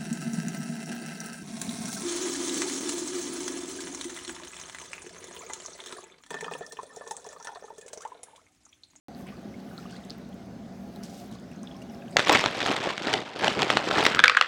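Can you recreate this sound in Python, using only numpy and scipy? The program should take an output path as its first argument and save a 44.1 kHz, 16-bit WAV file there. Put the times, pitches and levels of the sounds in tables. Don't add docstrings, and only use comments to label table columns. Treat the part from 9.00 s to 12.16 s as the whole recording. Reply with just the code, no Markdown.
import sys
import numpy as np
from scipy import signal
from scipy.fft import rfft, irfft
from scipy.io import wavfile
from scipy.ndimage import uniform_filter1d

SR = 44100
rng = np.random.default_rng(int(sys.argv[2]) if len(sys.argv) > 2 else 0)


def nominal_scale(level):
    x = np.asarray(level, float) / 20
    return 10 ** x


def to_wav(sig):
    pcm = np.clip(np.atleast_2d(sig), -1, 1) * 32767
    pcm = np.round(pcm).astype(np.int16)
    wavfile.write(sys.argv[1], SR, pcm.T)


N = 139356

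# frequency in Hz, level in dB per Hz.
ROAR_SPECTRUM = [(15, -74), (25, -41), (59, 3), (139, -27), (173, 0.5), (528, -12.5), (682, -16),
                 (1180, -24), (1500, -29.5), (1950, -58), (3300, -120)]
# frequency in Hz, width in Hz, level in dB rms.
HOLLOWS = [(71.8, 23, -58), (121.9, 21, -57), (196.34, 50, -45.5), (242.5, 45, -50.5), (377.7, 37, -60),
           (573, 27, -60.5), (691, 71, -56.5), (792.4, 63, -61.5)]
# frequency in Hz, level in dB per Hz.
HISS_SPECTRUM = [(500, 1), (900, -14), (1400, 4), (2800, -4), (5000, -3.5), (6400, -8), (8000, -13),
                 (12000, -24), (17500, -26)]
# time in seconds, level in dB.
DRAUGHT = [(.09, 3), (.24, -2), (.63, 0), (1.2, -2), (1.75, 0), (2.24, 2.2), (2.36, -3.5), (2.55, -0.5),
           (2.83, 3), (3.16, 4.5)]
# time in seconds, agitation in dB.
STIR = [(.08, 0), (.3, 7.5), (.5, 4), (.9, 9.5), (1.15, 8), (1.4, -4), (1.7, -16), (1.95, 5.5), (2.2, 5.5),
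        (2.5, 1.5), (2.8, 6.5), (3.16, 7.5)]
# start in seconds, peak in dB, pitch in Hz, 60 dB decay in seconds.
GULPS = [(0.203, -50, 1180, 0.047), (0.2599, -45.5, 1070, 0.046), (0.3227, -45.5, 1210, 0.063),
         (0.7113, -44, 1460, 0.036), (0.783, -38.5, 1384, 0.035), (0.854, -35.5, 1210, 0.024),
         (0.9257, -43, 1590, 0.05), (0.9438, -40, 1650, 0.018), (2.3534, -44, 1140, 0.033),
         (2.6334, -44.5, 1135, 0.03), (2.7476, -48, 1084, 0.094), (2.9437, -51, 1410, 0.03),
         (3.022, -44, 1650, 0.031), (3.0719, -50, 1590, 0.038), (0.5397, -45, 2230, 0.039),
         (0.6868, -53, 1820, 0.017), (0.9617, -44, 2040, 0.018), (2.9372, -49, 2040, 0.022),
         (3.1238, -52, 2430, 0.022)]
# start in seconds, peak in dB, pitch in Hz, 60 dB decay in seconds.
PLINKS = [(0.8627, -43.5, 2860, 0.014), (0.904, -42, 3020, 0.0074), (1.038, -44, 3800, 0.012),
          (1.328, -46, 3320, 0.0094), (1.9599, -39.5, 4130, 0.0096), (2.386, -47, 3600, 0.015),
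          (2.5148, -43.5, 2740, 0.012), (2.5236, -46, 2320, 0.013), (2.5915, -46, 4220, 0.01),
          (2.6723, -30, 3560, 0.0079), (2.6765, -48, 2950, 0.014), (2.7127, -38, 3400, 0.013),
          (2.7443, -45, 3330, 0.014), (2.818, -46.5, 2890, 0.044), (3.0195, -43, 2650, 0.018),
          (0.3686, -47, 4630, 0.009), (0.5995, -48, 4700, 0.011), (0.9238, -40.5, 5020, 0.0099),
          (0.9657, -36, 4300, 0.0062), (2.5326, -46, 5740, 0.0071), (2.5606, -46, 6530, 0.0076),
          (2.7651, -43, 5560, 0.0075), (2.8968, -46, 5850, 0.013), (2.8975, -47, 2930, 0.012),
          (2.9545, -50, 2800, 0.01), (2.9375, -53, 5200, 0.01), (3.0835, -51, 6760, 0.008),
          (3.0998, -58, 7750, 0.0055), (0.7255, -53, 5640, 0.008), (1.2485, -48, 4240, 0.008)]
# start in seconds, peak in dB, pitch in Hz, 60 dB decay in seconds.
SLAPS = [(0.1476, -39.5, 4500, 0.004), (0.7781, -32, 4250, 0.0056), (1.0976, -32, 4430, 0.0049),
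         (1.1044, -16, 4700, 0.002), (2.0348, -41, 6500, 0.0043), (2.0348, -23.5, 5450, 0.0021),
         (2.6309, -38.5, 6300, 0.004), (2.9467, -39, 5140, 0.0029), (3.0804, -38.5, 3070, 0.0052),
         (3.1283, -49, 4370, 0.0071)]
# start in seconds, peak in dB, colour in Hz, spread in octaves.
TICKS = [(0.2678, -44, 7900, 0.28), (0.9083, -41.5, 7600, 0.21), (0.9657, -46, 7760, 0.39),
         (1.0495, -40.5, 7100, 0.2), (1.1039, -38.5, 7200, 0.25), (1.1797, -40, 15400, 0.46),
         (1.4581, -52, 9930, 0.3), (2.3974, -43.5, 7500, 0.3), (2.5147, -44.5, 7750, 0.37),
         (2.6309, -39, 8500, 0.21), (2.7676, -48, 10900, 0.33), (3.1073, -43, 7500, 0.18),
         (3.1124, -41, 8060, 0.2), (0.6978, -44, 11000, 0.9), (1.0969, -39, 11000, 0.9),
         (1.289, -44, 11000, 0.98), (1.3414, -41, 11000, 1.1), (1.9592, -35, 9000, 1.3),
         (2.0348, -31, 6370, 1.2), (2.0956, -44, 6500, 0.8), (2.142, -48, 6500, 0.96),
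         (2.175, -44, 6500, 0.98), (2.3136, -42, 6500, 0.8), (2.8224, -49, 6500, 0.8),
         (0.4155, -53, 11500, 0.3), (0.605, -52, 9000, 0.6), (0.9595, -51, 9000, 0.5),
         (2.0395, -44, 4970, 0.73), (2.0484, -43, 7000, 0.7), (2.24, -50, 5000, 0.4),
         (1.4035, -56, 11000, 0.2), (3.0905, -60, 8000, 0.4)]
# start in seconds, length in seconds, level in dB rms, centre in Hz, spread in octaves.
SHEETS = [
    (.14, .12, -62, 11800, 1.8),
    (2.04, 0.28, -56, 4730, 0.69),
    (2.04, 0.32, -65, 15000, 0.71),
]
# start in seconds, length in seconds, level in dB rms, centre in Hz, spread in octaves.
SPLASHES = [(.26, 0.13, -55.5, 2140, 0.53), (.59, 0.025, -63.5, 5900, 0.38), (.69, 0.3, -61, 1390, 0.22),
            (.77, 0.13, -59, 4600, 0.55), (.89, 0.18, -58.5, 4230, 0.54), (1.105, 0.06, -58.5, 4070, 0.42),
            (2.027, 0.07, -50.5, 4700, 0.73), (2.31, 0.073, -57, 4630, 0.67),
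            (2.816, 0.022, -57, 4000, 0.85), (2.91, 0.062, -69, 9900, 0.52), (3.07, 0.32, -70, 6840, 0.48)]
# start in seconds, peak in dB, pitch in Hz.
DROPLETS = [(0.1469, -63, 12400), (0.27, -41, 2270), (0.6882, -48, 2100), (0.6983, -57, 10680),
            (0.7861, -50, 8270), (0.7938, -54, 5340), (0.821, -50, 5000), (0.8282, -55, 8100),
            (0.829, -45, 2930), (0.8943, -44, 2800), (0.899, -48, 3400), (0.9175, -57, 8270),
            (0.956, -43, 3480), (0.9603, -46, 4650), (0.9665, -57, 9470), (0.969, -56, 8610),
            (0.9733, -45, 4100), (1.0492, -56, 12230), (1.0978, -56, 10680), (1.1138, -45, 3960),
            (1.1268, -60, 12580), (2.0357, -51, 10100), (2.04, -41, 6800), (2.0487, -57, 12230),
            (2.0788, -55, 7060), (2.097, -44, 6030), (2.1376, -55, 7240), (2.1431, -47, 5170),
            (2.1434, -60, 12230), (2.1594, -49, 3790), (2.1645, -52, 5170), (2.1717, -48, 5000),
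            (2.1772, -54, 9470), (2.1779, -58, 12400), (2.1928, -48, 6370), (2.1953, -61, 11540),
            (2.1993, -52, 7750), (2.2124, -55, 9650), (2.2309, -60, 9650), (2.2599, -52, 9300),
            (2.3143, -47, 4130), (2.3176, -54, 8440), (2.3179, -62, 12060), (2.3245, -48, 3320),
            (2.3368, -61, 10850), (2.3477, -51, 7060), (2.353, -44, 4340), (2.7682, -61, 12580),
            (2.8175, -56, 8790), (3.1125, -62, 12230), (3.1335, -52, 8270), (3.1549, -58, 8790)]

ROAR_DB, HISS_DB = -46.5, -59.5
JET_HZ, JET_WIDTH_HZ, JET_DB = 6300, 310, -77
UPPER_HZ = 300
WANDER, WANDER_PER_S = .018, 6
FLUTTER_DB, FLUTTER_PER_S = .9, 80
MIST_DB, MIST_SHARE = -78, 0.43
FIZZ_DB, FIZZ_PER_S, FIZZ_SPREAD_DB = -70.5, 1200, 1.5
GURGLE_DB, GURGLE_PER_S = -72.5, 260
RISE, SOFT_CYCLES = 0.11, 1.34
DROPLET_CYCLES, SLAP_SOFT_CYCLES = 32, 3.0
TICK_T60_S, SHELF_DB = 0.0094, -28
SPLASH_BED, SHEET_BED = .85, .7
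LAG_S = .0007
POT_DB, POT_T60_S = -12, .09
START_S = .084
SELF_DB, ABOVE_DB = -80, -32
EDGE_HZ, LOW_HZ = 17350, 45


def evened(x):
    return x / np.sqrt(np.mean(x ** 2) + 1e-20)


def read(points, hz):
    f, value = np.transpose(points)
    return np.interp(np.log(hz + 1), np.log(f + 1), value)


def follow(points):
    return np.interp(np.arange(N) / SR, *np.transpose(points))


def add(mix, s, sound):
    part = mix[round(s * SR):][:len(sound)]
    part += sound[:len(part)]


def hump(x, hz, octaves):
    f = np.fft.rfftfreq(len(x), 1 / SR) + 1
    bell = np.exp(-.5 * (np.log2(f / hz) / octaves) ** 2)
    gain = np.maximum(bell, nominal_scale(SHELF_DB) * (f > hz))
    return evened(irfft(rfft(x) * gain, len(x)))


def drift(per_s):
    t = np.arange(N) / SR
    rates = per_s * np.geomspace(.1, 1, num=24)
    return evened(sum(np.sin(2 * np.pi * (f * t + rng.random())) / np.sqrt(f) for f in rates))


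def wash(spectrum, patchy_db, flicker_db):
    frames, hz = N // 256 + 5, np.fft.rfftfreq(1024, 1 / SR)
    a, b, patches = rng.standard_normal((frames, 513, 3)).T
    patches = uniform_filter1d(patches, size=12, axis=0)
    patches = evened(uniform_filter1d(patches, size=10, axis=1))
    flicker = evened(uniform_filter1d(rng.standard_normal(frames), size=3))
    level_db = read(spectrum, hz)[:, None] + patchy_db * patches + flicker_db * flicker
    z = (a + 1j * b) * nominal_scale(level_db)
    return evened(signal.istft(z, nperseg=1024, noverlap=768)[1][:N])


def hollow(hz, width):
    f = np.fft.fftfreq(N, 1 / SR)
    noise = rng.standard_normal(N) + 1j * rng.standard_normal(N)
    envelope = np.fft.ifft(np.fft.fft(noise) / (1 + (2 * f / width) ** 2))
    pitch = hz * (1 + WANDER * drift(WANDER_PER_S))
    return evened((envelope * np.exp(2j * np.pi * np.cumsum(pitch) / SR)).real)


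def jet():
    f = np.fft.rfftfreq(N, 1 / SR)
    resonance = 1 / (1 + (2 * (f - JET_HZ) / JET_WIDTH_HZ) ** 2)
    return evened(irfft(rfft(rng.standard_normal(N)) * resonance, N))


def burner():
    draught_db = follow(DRAUGHT)
    roar = nominal_scale(ROAR_DB) * wash(ROAR_SPECTRUM, 0.22, 0.19)
    for hz, width, db in HOLLOWS:
        roar += nominal_scale(db + draught_db * (hz > UPPER_HZ)) * hollow(hz, width)
    flutter = nominal_scale(FLUTTER_DB * drift(FLUTTER_PER_S))
    return roar * flutter + nominal_scale(HISS_DB) * wash(HISS_SPECTRUM, 1.96, 0.22) + nominal_scale(JET_DB) * jet()


def mist():
    level_db = MIST_DB + MIST_SHARE * follow(STIR) + 3.7 * drift(5.4)
    return nominal_scale(level_db) * hump(rng.standard_normal(N), 12400, 0.62)


def bubble(db, hz, t60):
    t = np.arange(3000) / SR
    tone = np.sin(2 * np.pi * hz * t * (1 - RISE / 2 + RISE * np.minimum(t / t60, 1)))
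    onset = 1 - np.exp(-t * hz / SOFT_CYCLES)
    return nominal_scale(db - 60 * t / t60) * onset * tone * 1.26


def swarm(db, per_s, hz_range, cycles):
    size = nominal_scale(FIZZ_SPREAD_DB * np.minimum(rng.exponential(1, N), 3))
    births = size * (rng.random(N) < per_s / SR)
    kind, out = rng.integers(0, 24, N), np.zeros(N)
    for k, hz in enumerate(np.geomspace(*hz_range, num=24)):
        ring = bubble(-1.8 * np.log2(hz / 1000), hz, cycles / hz)
        out += signal.oaconvolve(births * (kind == k), ring)[:N]
    return evened(out) * nominal_scale(db + follow(STIR))


def fizz():
    tiny = swarm(FIZZ_DB, FIZZ_PER_S, (1500, 11000), 32)
    return tiny + swarm(GURGLE_DB, GURGLE_PER_S, (1100, 4200), 55)


def droplet(db, hz):
    return bubble(db + 2.4 * np.log2(hz / 2500), hz, DROPLET_CYCLES / hz)


def tick(db, hz, octaves):
    t = np.arange(512) / SR
    spray = 0.14 * rng.standard_normal(512) * nominal_scale(-60 * t / TICK_T60_S)
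    snap = hump((np.arange(512) == 40) + spray, hz, octaves)
    return nominal_scale(db) * snap / abs(snap).max()


def slap(db, hz, t60):
    t = np.arange(3000) / SR
    swell = np.sin(np.pi / 2 * np.minimum(t * hz / SLAP_SOFT_CYCLES, 1))
    return bubble(db, hz, t60) * swell * 2


def splash(length, db, hz, octaves, lean=0.41, bed=SPLASH_BED):
    noise = rng.standard_normal(12000)
    impacts = nominal_scale(1.2 * np.minimum(rng.exponential(1, 12000), 3)) * (rng.random(12000) < 600 / SR)
    drops = signal.lfilter([1], [1, -np.exp(-1 / 40)], impacts)
    u = np.minimum(np.arange(12000) / SR / length, 1)
    swell = np.sin(np.pi * u ** lean) ** 1.38
    return nominal_scale(db) * swell * hump(noise * (bed + drops), hz, octaves)


def sheet(length, db, hz, octaves):
    return splash(length, db, hz, octaves, lean=0.88, bed=SHEET_BED)


def pot(x):
    t = np.arange(6000) / SR
    echoes = rng.choice([-1., 1.], 6000) * (rng.random(6000) < .06)
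    tail = echoes * nominal_scale(-60 * t / POT_T60_S) * (t > .002)
    return x + nominal_scale(POT_DB) * signal.oaconvolve(x, tail / np.linalg.norm(tail))[:N]


def stirred_liquid():
    liquid = fizz()
    for rows, voice in ((GULPS, bubble), (PLINKS, bubble), (SLAPS, slap),
                        (TICKS, tick), (SHEETS, sheet), (SPLASHES, splash)):
        for s, *row in rows:
            add(liquid, s + LAG_S, voice(*row))
    for s, *row in DROPLETS:
        add(liquid, s, droplet(*row))
    return liquid


def scene():
    return (pot(stirred_liquid()) + burner() + mist())[None]


def band_limit(x):
    return signal.sosfilt(signal.butter(12, 18470, fs=SR, output="sos"), x)


def record(dry):
    f = np.fft.rfftfreq(N, 1 / SR)
    band = (f < EDGE_HZ) * f ** 2 / (f ** 2 + LOW_HZ ** 2) + nominal_scale(ABOVE_DB) * (f >= EDGE_HZ)
    noisy = dry + nominal_scale(SELF_DB) * rng.standard_normal(N)
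    heard = irfft(rfft(noisy) * band, N)
    return band_limit(heard * (np.arange(N) >= START_S * SR))


dry = scene()
out = record(dry)
to_wav(out)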